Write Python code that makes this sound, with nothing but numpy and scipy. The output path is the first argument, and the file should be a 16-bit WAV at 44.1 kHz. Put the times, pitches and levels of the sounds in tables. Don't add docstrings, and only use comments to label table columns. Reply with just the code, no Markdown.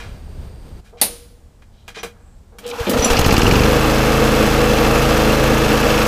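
import sys
import numpy as np
from scipy import signal
from scipy.fft import rfft, irfft
from scipy.io import wavfile

SR = 44100
rng = np.random.default_rng(int(sys.argv[2]) if len(sys.argv) > 2 else 0)


def to_wav(sig):
    pcm = np.clip(np.atleast_2d(sig), -1, 1) * 32767
    pcm = np.round(pcm).astype(np.int16)
    wavfile.write(sys.argv[1], SR, pcm.T)


N = 267687
TIME = np.arange(N) / SR

# time_s, cycles_per_s
SPEED = [(2.5, 2), (3.0, 6.4), (3.3, 16.4), (3.6, 25.3), (3.7, 27), (3.85, 26.55), (4.15, 27.1),
         (4.75, 26.7), (5.2, 27), (6.07, 26.9)]
PULL_S, FIRST_FIRE_S, CATCH_S = 2.6, 2.868, 3.105


def amp(db):
    return 10 ** (np.asarray(db) / 20)


def evened(x):
    return x / np.sqrt(np.mean(x ** 2) + 1e-20)


def curve(rows, axis=1, at=TIME):
    rows = np.asarray(rows, float)
    return np.interp(at, rows[:, 0], rows[:, axis])


def white():
    return rng.standard_normal(N)


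def wander(rate):
    knots = rng.standard_normal(4096)
    return np.interp(TIME * rate, np.arange(len(knots)), knots)


def colour(x, points, ripple_db=0, ripple_hz=130):
    hz, db = np.transpose(points)
    bins = np.fft.rfftfreq(N, 1 / SR)
    ripple = np.interp(bins / ripple_hz, np.arange(1024), rng.standard_normal(1024))
    smooth_db = np.interp(np.log(bins + 1), np.log(hz + 1), db)
    return evened(irfft(rfft(x) * amp(smooth_db + ripple_db * ripple), N))


def band(hz, octaves):
    bins = np.fft.rfftfreq(N, 1 / SR) + 1
    shape = np.exp(-.5 * (np.log2(bins / hz) / octaves) ** 2)
    return evened(irfft(rfft(white()) * shape, N))


def resonate(x, hz, width_hz):
    b, a = signal.iirpeak(hz, hz / width_hz, SR)
    once = signal.lfilter(b, a, x)
    return evened(signal.lfilter(b, a, once))


def dying(s, t60, rise=0.00122):
    age = np.maximum(TIME - s, 0)
    fade = np.exp(-np.minimum(np.log(1000) * age / t60, 20))
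    return np.minimum(age / rise, 1) * fade


def since(s, rise_s):
    return np.clip((TIME - s) / rise_s, 0, 1)


def crank(exhaust_at_s=3.448):
    turns = np.cumsum(curve(SPEED)) / SR
    return turns - np.interp(exhaust_at_s, TIME, turns)


def pace():
    return curve(SPEED) / SPEED[-1][1]


def throttle(ease_s=3.53, ease_takes_s=0.24):
    return 1 - since(ease_s, ease_takes_s)


def effort(knee_pace=0.21, steepness=5.1):
    return since(PULL_S, 0.026) / (1 + (knee_pace / pace()) ** steepness)


def stroke_depth(steady=0.19, straining=1.43):
    return steady + straining * since(CATCH_S, 0.09) * (1 - pace())


def drift(db, start_s=5.45, takes_s=0.67):
    return db * since(start_s, takes_s)


def outdoors(ends_s=0.816, wash_db=-34, air_db=-44.5, gust_db=2.0):
    # pitch_hz, level_db (per Hz)
    wash_spectrum = [(12, -29), (20, -1), (72, 0), (105, -7.5), (207, -14.5), (300, -22), (400, -20.5),
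                     (834, -29.5), (1300, -35.5), (1600, -35.5), (2000, -39), (4200, -42), (5500, -46),
                     (7800, -50), (15500, -53)]
    air_spectrum = [(12, -25), (25, -2), (90, -9), (145, -21), (210, -18.5), (300, -28.5), (505, -29),
                    (1200, -38), (2270, -45), (6500, -48), (7800, -47), (9500, -51.5), (15500, -58)]
    # pitch_hz, width_hz, level_db
    whistles = [(4680, 450, -65.5), (8550, 760, -67)]
    wash = amp(wash_db + gust_db * wander(13.5)) * colour(white(), wash_spectrum)
    wash += sum(amp(db) * resonate(white(), hz, width) for hz, width, db in whistles)
    stop = np.clip((ends_s - TIME) / 0.018, 0, 1)
    return wash * stop + amp(air_db) * colour(white(), air_spectrum)


def rubs_and_murmurs(grain_db=2.0, skew=0.56):
    # start_s, length_s, level_db, centre_hz, width_octaves
    swells = [(0.84, 0.097, -56, 1800, 1.6), (0.971, 0.13, -47.5, 2510, .9),
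              (1.72, 0.22, -64.5, 3600, 0.41), (1.944, 0.088, -36, 2320, .95),
              (2.036, 0.37, -59.5, 796, 0.92), (2.194, 0.27, -67, 7800, .1)]
    out = np.zeros(N)
    for s, length, db, centre_hz, octaves in swells:
        swell = np.sin(np.pi * since(s, length) ** skew)
        out += amp(db) * swell * band(centre_hz, octaves)
    return out * amp(grain_db * wander(300))


def knocks(tail_db=-27, tail_t60=0.26):
    # start_s, level_db, t60_s, centre_hz, width_octaves
    bursts = [(0, -36.5, 0.45, 1300, 1.36), (.926, -44.5, 0.43, 620, .58), (1.621, -48.5, .08, 1400, 1.2),
              (1.879, -33.5, 0.14, 1700, 1.4), (1.966, -38, 0.24, 483, 1.1), (2.031, -26, 0.17, 583, 2.23),
              (2.523, -48.5, 0.29, 487, 0.94), (2.585, -35, 0.11, 700, 3)]
    out, t = np.zeros(N + SR), np.arange(SR // 2) / SR
    hz = np.fft.rfftfreq(len(t), 1 / SR) + 1
    for s, db, t60, centre_hz, octaves in bursts:
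        shape = np.exp(-.5 * (np.log2(hz / centre_hz) / octaves) ** 2)
        burst = evened(irfft(rfft(rng.standard_normal(len(t))) * shape, len(t)))
        fade = np.exp(-np.log(1000) * t / t60)
        fade += amp(tail_db) * np.exp(-np.log(1000) * t / tail_t60)
        attack = np.minimum(t / 0.00069, 1)
        out[max(round(s * SR), 0):][:len(t)] += amp(db) * burst * fade * attack
    return out[:N]


def frame(blows, ring_db=-9):
    # pitch_hz, level_db (relative), t60_s
    frame_modes = [(205, -7, .15), (480, -4, .16), (800, -8, .06), (1700, -5, .04), (2460, -2, .045),
                   (3280, -5, .05), (4050, -4, .04), (5950, -8, .05)]
    t = np.arange(SR // 2) / SR
    ring = sum(amp(db) * np.exp(-np.log(1000) * t / t60) * np.sin(2 * np.pi * hz * t)
               for hz, db, t60 in frame_modes)
    return blows + amp(ring_db) * signal.oaconvolve(blows, ring / np.linalg.norm(ring))[:N]


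def lever(s=1.0135, crack_db=-7, crack_t60=0.16, thud_db=-21, thud_t60=0.2, tail_db=-27, tail_t60=0.59,
          deck_hz=474, deck_db=-33, deck_t60=.8, handle_db=-24):
    # pitch_hz, level_db (per Hz)
    snap_spectrum = [(59, -51), (100, -11.5), (228, 0), (362, -18), (601, -11.5), (956, -8.5),
                     (1060, -19.5), (1800, -13), (2520, -5.5), (3320, -12), (3850, -3), (7410, -13.5),
                     (9740, 0.5), (14200, -7), (15500, -27)]
    echo_spectrum = [(100, -0.5), (220, 10), (600, -0.5), (1500, -5), (4500, 1.5), (8200, -5), (9600, 3),
                     (12000, -6), (15300, -8)]
    # pitch_hz, level_db (relative), t60_s
    handle_modes = [(205, -1, .22), (483, -16, 1.1), (1244, -17, .38), (1997, -14, .19), (4452, -10, .18),
                    (9077, 0, .3), (9365, 2, .2), (9520, 4, .3), (10025, -2, .27), (10920, -14, .28),
                    (11510, -16, .38), (14830, -18, .3)]
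    age = TIME - s
    crack = amp(crack_db) * dying(s, crack_t60) * colour(white(), snap_spectrum)
    thud = amp(thud_db) * dying(s, thud_t60, rise=0.0079) * resonate(white(), 600, 390)
    hum = amp(deck_db) * dying(s, deck_t60, rise=0.011) * np.sin(2 * np.pi * deck_hz * age)
    echo = amp(tail_db) * dying(s, tail_t60) * colour(white(), echo_spectrum, ripple_db=0.5)
    ring = sum(amp(db) * dying(s, t60) * np.sin(2 * np.pi * hz * age) for hz, db, t60 in handle_modes)
    return crack + thud + hum + echo + amp(handle_db) * ring


def cord(whir_per_cycle=325, whir_db=-39, width_hz=170, scrape_hz=3050, scrape_width_hz=1400,
         scrape_db=-44, rub_db=-38, taut_s=2.63, reel_s=2.712, slack_s=2.95):
    whir_turns = np.cumsum(whir_per_cycle * curve(SPEED)) / SR
    whir = evened(wander(2 * width_hz)) * np.cos(2 * np.pi * whir_turns) * np.sqrt(2)
    scrape = amp(scrape_db) * resonate(white(), scrape_hz, scrape_width_hz)
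    rub = amp(rub_db) * band(hz=870, octaves=.35)
    pulling = since(taut_s, 0.016) * (1 - since(reel_s, 0.044))
    reeling = since(reel_s, 0.012) * (1 - since(slack_s, 0.059))
    return pulling * scrape + reeling * (amp(whir_db) * whir + rub)


def tugs(hum_hz=478, edge_s=0.02, rough=0.47, wobble_hz=8):
    # start_s, length_s, level_db
    pulls = [(2.627, 0.12, -28), (2.778, 0.055, -25)]
    strain = sum(amp(db) * (since(s, edge_s) - since(s + length - edge_s / 2, edge_s))
                 for s, length, db in pulls)
    hum_turns = np.cumsum(hum_hz + wobble_hz * wander(60)) / SR
    return strain * evened((1 + rough * wander(98)) * np.cos(2 * np.pi * hum_turns))


def pawls(first_s=2.664, last_s=2.712, tick_db=-32, tick_t60=0.047, bite_db=-23, bite_t60=.028, count=5):
    tick_times = np.linspace(first_s, last_s, count)[:-1]
    ticks = amp(tick_db) * sum(dying(s, tick_t60) for s in tick_times) * band(hz=4500, octaves=1.0)
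    bite = amp(bite_db) * dying(last_s, bite_t60) * band(hz=3320, octaves=0.45)
    return ticks + bite


def first_fire(thud_db=-12, thud_t60=0.13, thud_rise_s=0.04, clank_db=-21, clank_t60=0.084,
               spit_db=-18, spit_t60=0.13, spit_after_s=.027):
    thud = amp(thud_db) * dying(FIRST_FIRE_S, thud_t60, rise=thud_rise_s) * band(hz=240, octaves=0.56)
    clank = amp(clank_db) * dying(FIRST_FIRE_S, clank_t60) * band(hz=2720, octaves=0.43)
    spit = amp(spit_db) * dying(FIRST_FIRE_S + spit_after_s, spit_t60) * band(hz=9000, octaves=2.1)
    return thud + clank + spit


def clutch(rasp_db=-3):
    # start_s, level_db, t60_s, overtones_db (relative)
    slips = [(1.996, -39, 0.11, -23), (2.994, -20, 0.033, -14), (3.022, -19, 0.21, -26),
             (3.044, -25, 0.11, 5)]
    # pitch_hz, width_hz, level_db (relative)
    squeal_notes = [(5890, 120, 1), (5580, 120, -10), (7280, 380, 1), (10880, 630, -1)]
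    note, *overtones = [amp(db) * resonate(white(), hz, width) for hz, width, db in squeal_notes]
    squeal = note + amp(rasp_db) * band(hz=3120, octaves=0.69)
    bright = sum(overtones)
    return sum(amp(db) * dying(s, t60, rise=0.0015) * (squeal + amp(bright_db) * bright)
               for s, db, t60, bright_db in slips)


def deck(ring_hz=478, width_hz=45, cranked_db=-41, churn_db=-22, open_churn_db=1, ring_db=-33,
         open_ring_db=8, buffet_db=-24, flutter_db=2):
    # pitch_hz, level_db (per Hz)
    rumble_spectrum = [(20, -41), (45, -13.5), (100, -3.5), (170, -7.5), (225, 6), (300, 0.5), (380, -9.5),
                       (450, 4.5), (600, -2), (800, -13.5), (2000, -47)]
    fired = since(FIRST_FIRE_S, 0.0052)
    churn = amp(cranked_db) * since(PULL_S, 0.0091)
    churn += fired * amp(churn_db + open_churn_db * throttle())
    ring = fired * amp(ring_db + open_ring_db * throttle() + drift(db=9))
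    buffet = amp(buffet_db) * since(CATCH_S, .25) * throttle() * band(hz=85, octaves=.6)
    rush = churn * colour(white(), rumble_spectrum) + ring * resonate(white(), ring_hz, width_hz)
    return amp(flutter_db * wander(22)) * rush + buffet


def cowl(turns, strikes_at=.37, rattle_db=-37, open_db=12):
    # pitch_hz, width_hz, level_db (relative)
    cowl_modes = [(2700, 970, 2.5), (4540, 1900, -1.5)]
    jolt = np.exp(-((turns - strikes_at) % 1) / .16) * white()
    buzz = sum(amp(db) * resonate(jolt, hz, width) for hz, width, db in cowl_modes)
    level = amp(rattle_db + open_db * throttle() + drift(db=10.5))
    return since(CATCH_S, 0.023) * level * evened(buzz)


def machinery(turns, clatter_db=-20, fizz_db=-29, open_fizz_db=0.0, flutter_db=1.0, ticks_per_s=700,
              tick_size=3, repeating=0.19):
    # share_of_cycle, clatter_db, fizz_db (before stroke depth)
    cycle_shape = [(0, 2, -3), (.15, 2, -5.5), (.33, -1, -3), (.39, -20, -7), (.47, 1.5, -1), (.6, -8, -8),
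                   (.67, 4.5, 13), (.8, -7, 4), (.9, -5.5, 1.5), (1, 4, 10.5)]
    # pitch_hz, level_db (per Hz)
    clatter_spectrum = [(320, -10), (550, -7), (750, -3), (1030, -7), (1330, -5), (1560, -8), (1850, -11.5),
                        (2750, -10), (3500, -14), (5000, -20), (6500, -28), (8450, -38.5), (14300, -90)]
    fizz_spectrum = [(3240, -6), (5500, -3.5), (8400, -6.5), (9050, -9.5), (9400, -8), (11500, -7),
                     (14000, -9.5), (15400, -13)]
    load, flutter = stroke_depth(), flutter_db * wander(130)
    struck = rng.random(N) < ticks_per_s / SR
    ticks = tick_size * np.sign(white()) * struck * np.minimum(rng.exponential(1, N), 2)
    pattern = rng.standard_normal(size=160)
    replayed = np.interp(turns % 1, np.linspace(0, 1, len(pattern)), pattern)
    alike = evened(np.diff(replayed, prepend=pattern[0]))
    clatter = evened(amp(load * curve(cycle_shape, 1, turns % 1) + flutter))
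    fizz = evened(amp(load * curve(cycle_shape, 2, turns % 1) + flutter))
    rattling = clatter * (white() + ticks + repeating * alike)
    out = amp(clatter_db) * colour(rattling, clatter_spectrum, ripple_db=-1.5)
    fizz_level = amp(fizz_db + open_fizz_db * throttle())
    out += fizz_level * colour(fizz * (white() + ticks), fizz_spectrum, ripple_db=2.7)
    return effort() * out


def firing(turns, fires_at=.7, kick_fade=.15, thump_db=-38, open_db=18, lag_s=0.095, gasp_t60=0.19,
           gasp_lead_s=0.017):
    # middle_s, push_db, half_width_s, gasp_db
    first_strokes = [(2.812, -17.5, 0.0026, -27), (2.949, -21, 0.0027, -21.5), (2.997, -10.5, 0.00285, -24),
                     (3.116, -12, 0.0044, -13.5)]
    out, gasp = np.zeros(N), band(hz=750, octaves=1.75)
    for s, db, half_width, gasp_db in first_strokes:
        u = (TIME - s) / half_width
        out += amp(db) * u * np.exp(np.maximum((1 - u ** 2) / 2, -40))
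        out += amp(gasp_db) * dying(s - gasp_lead_s, gasp_t60, rise=0.0038) * gasp
    kick = np.exp(-((turns - fires_at) % 1) / kick_fade)
    thump_spectrum = [(15, -30), (50, -2.0), (90, 6.0), (150, 4.5), (300, 8), (600, 2.5), (1500, -36)]
    thump = colour(kick.mean() - kick, thump_spectrum)
    charge = np.interp(TIME - lag_s, TIME, throttle())
    return out + since(CATCH_S + .03, .04) * amp(thump_db + open_db * charge) * thump


def exhaust(turns, beat_db=-16, drone_db=-15, builds_s=0.2, shake=0.027, shake_per_order=0.018,
            swell_power=1.2, crank_jitter=.0018):
    # multiple, level_db (relative)
    order_levels = [(1, 0), (2, 3), (3, -10), (4, -6.5), (5, 2), (6, -10.5), (7, -12), (8, -1), (9, -11.5),
                    (10, -8), (11, -8), (12, -0.5), (13, -14), (14, -14), (15, -30), (16, -3.5), (17, -5.5),
                    (18, 0.5), (19, -5), (20, -9.5), (21, -5.5), (22, -20), (23, -10), (24, -16),
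                    (25, -11.5), (26, -19), (27, -15), (28, -19)]
    orders, db = np.transpose(order_levels)
    gains = amp(db) / np.linalg.norm(amp(db)) * np.sqrt(2)
    swell = pace() ** swell_power
    uneven = turns + crank_jitter * wander(25)
    out = np.zeros(N)
    for k, gain in zip(orders, gains):
        low = k < 7
        offset = rng.random() * (not low)
        level = amp(beat_db) if low else amp(drone_db) * swell
        shaking = 1 + (shake + shake_per_order * k) * wander(18)
        out += gain * level * shaking * np.cos(2 * np.pi * (k * uneven + offset))
    return since(CATCH_S - builds_s / 2, builds_s) * amp(drift(db=-3.0)) * out


def scene():
    turns = crank()
    blows = knocks() + rubs_and_murmurs() + pawls() + first_fire()
    starting = lever() + frame(blows) + tugs() + cord() + clutch()
    engine = exhaust(turns) + firing(turns) + machinery(turns) + cowl(turns) + deck()
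    return (engine + starting + outdoors())[None]


def record(dry, edge_hz=15450):
    rounded = dry / (1 + (dry / .95) ** 8) ** (1 / 8)
    lowpass = signal.firwin(511, edge_hz, window=("kaiser", 9), fs=SR)
    return signal.oaconvolve(rounded, lowpass[None], "same")


dry = scene()
out = record(dry)
to_wav(out)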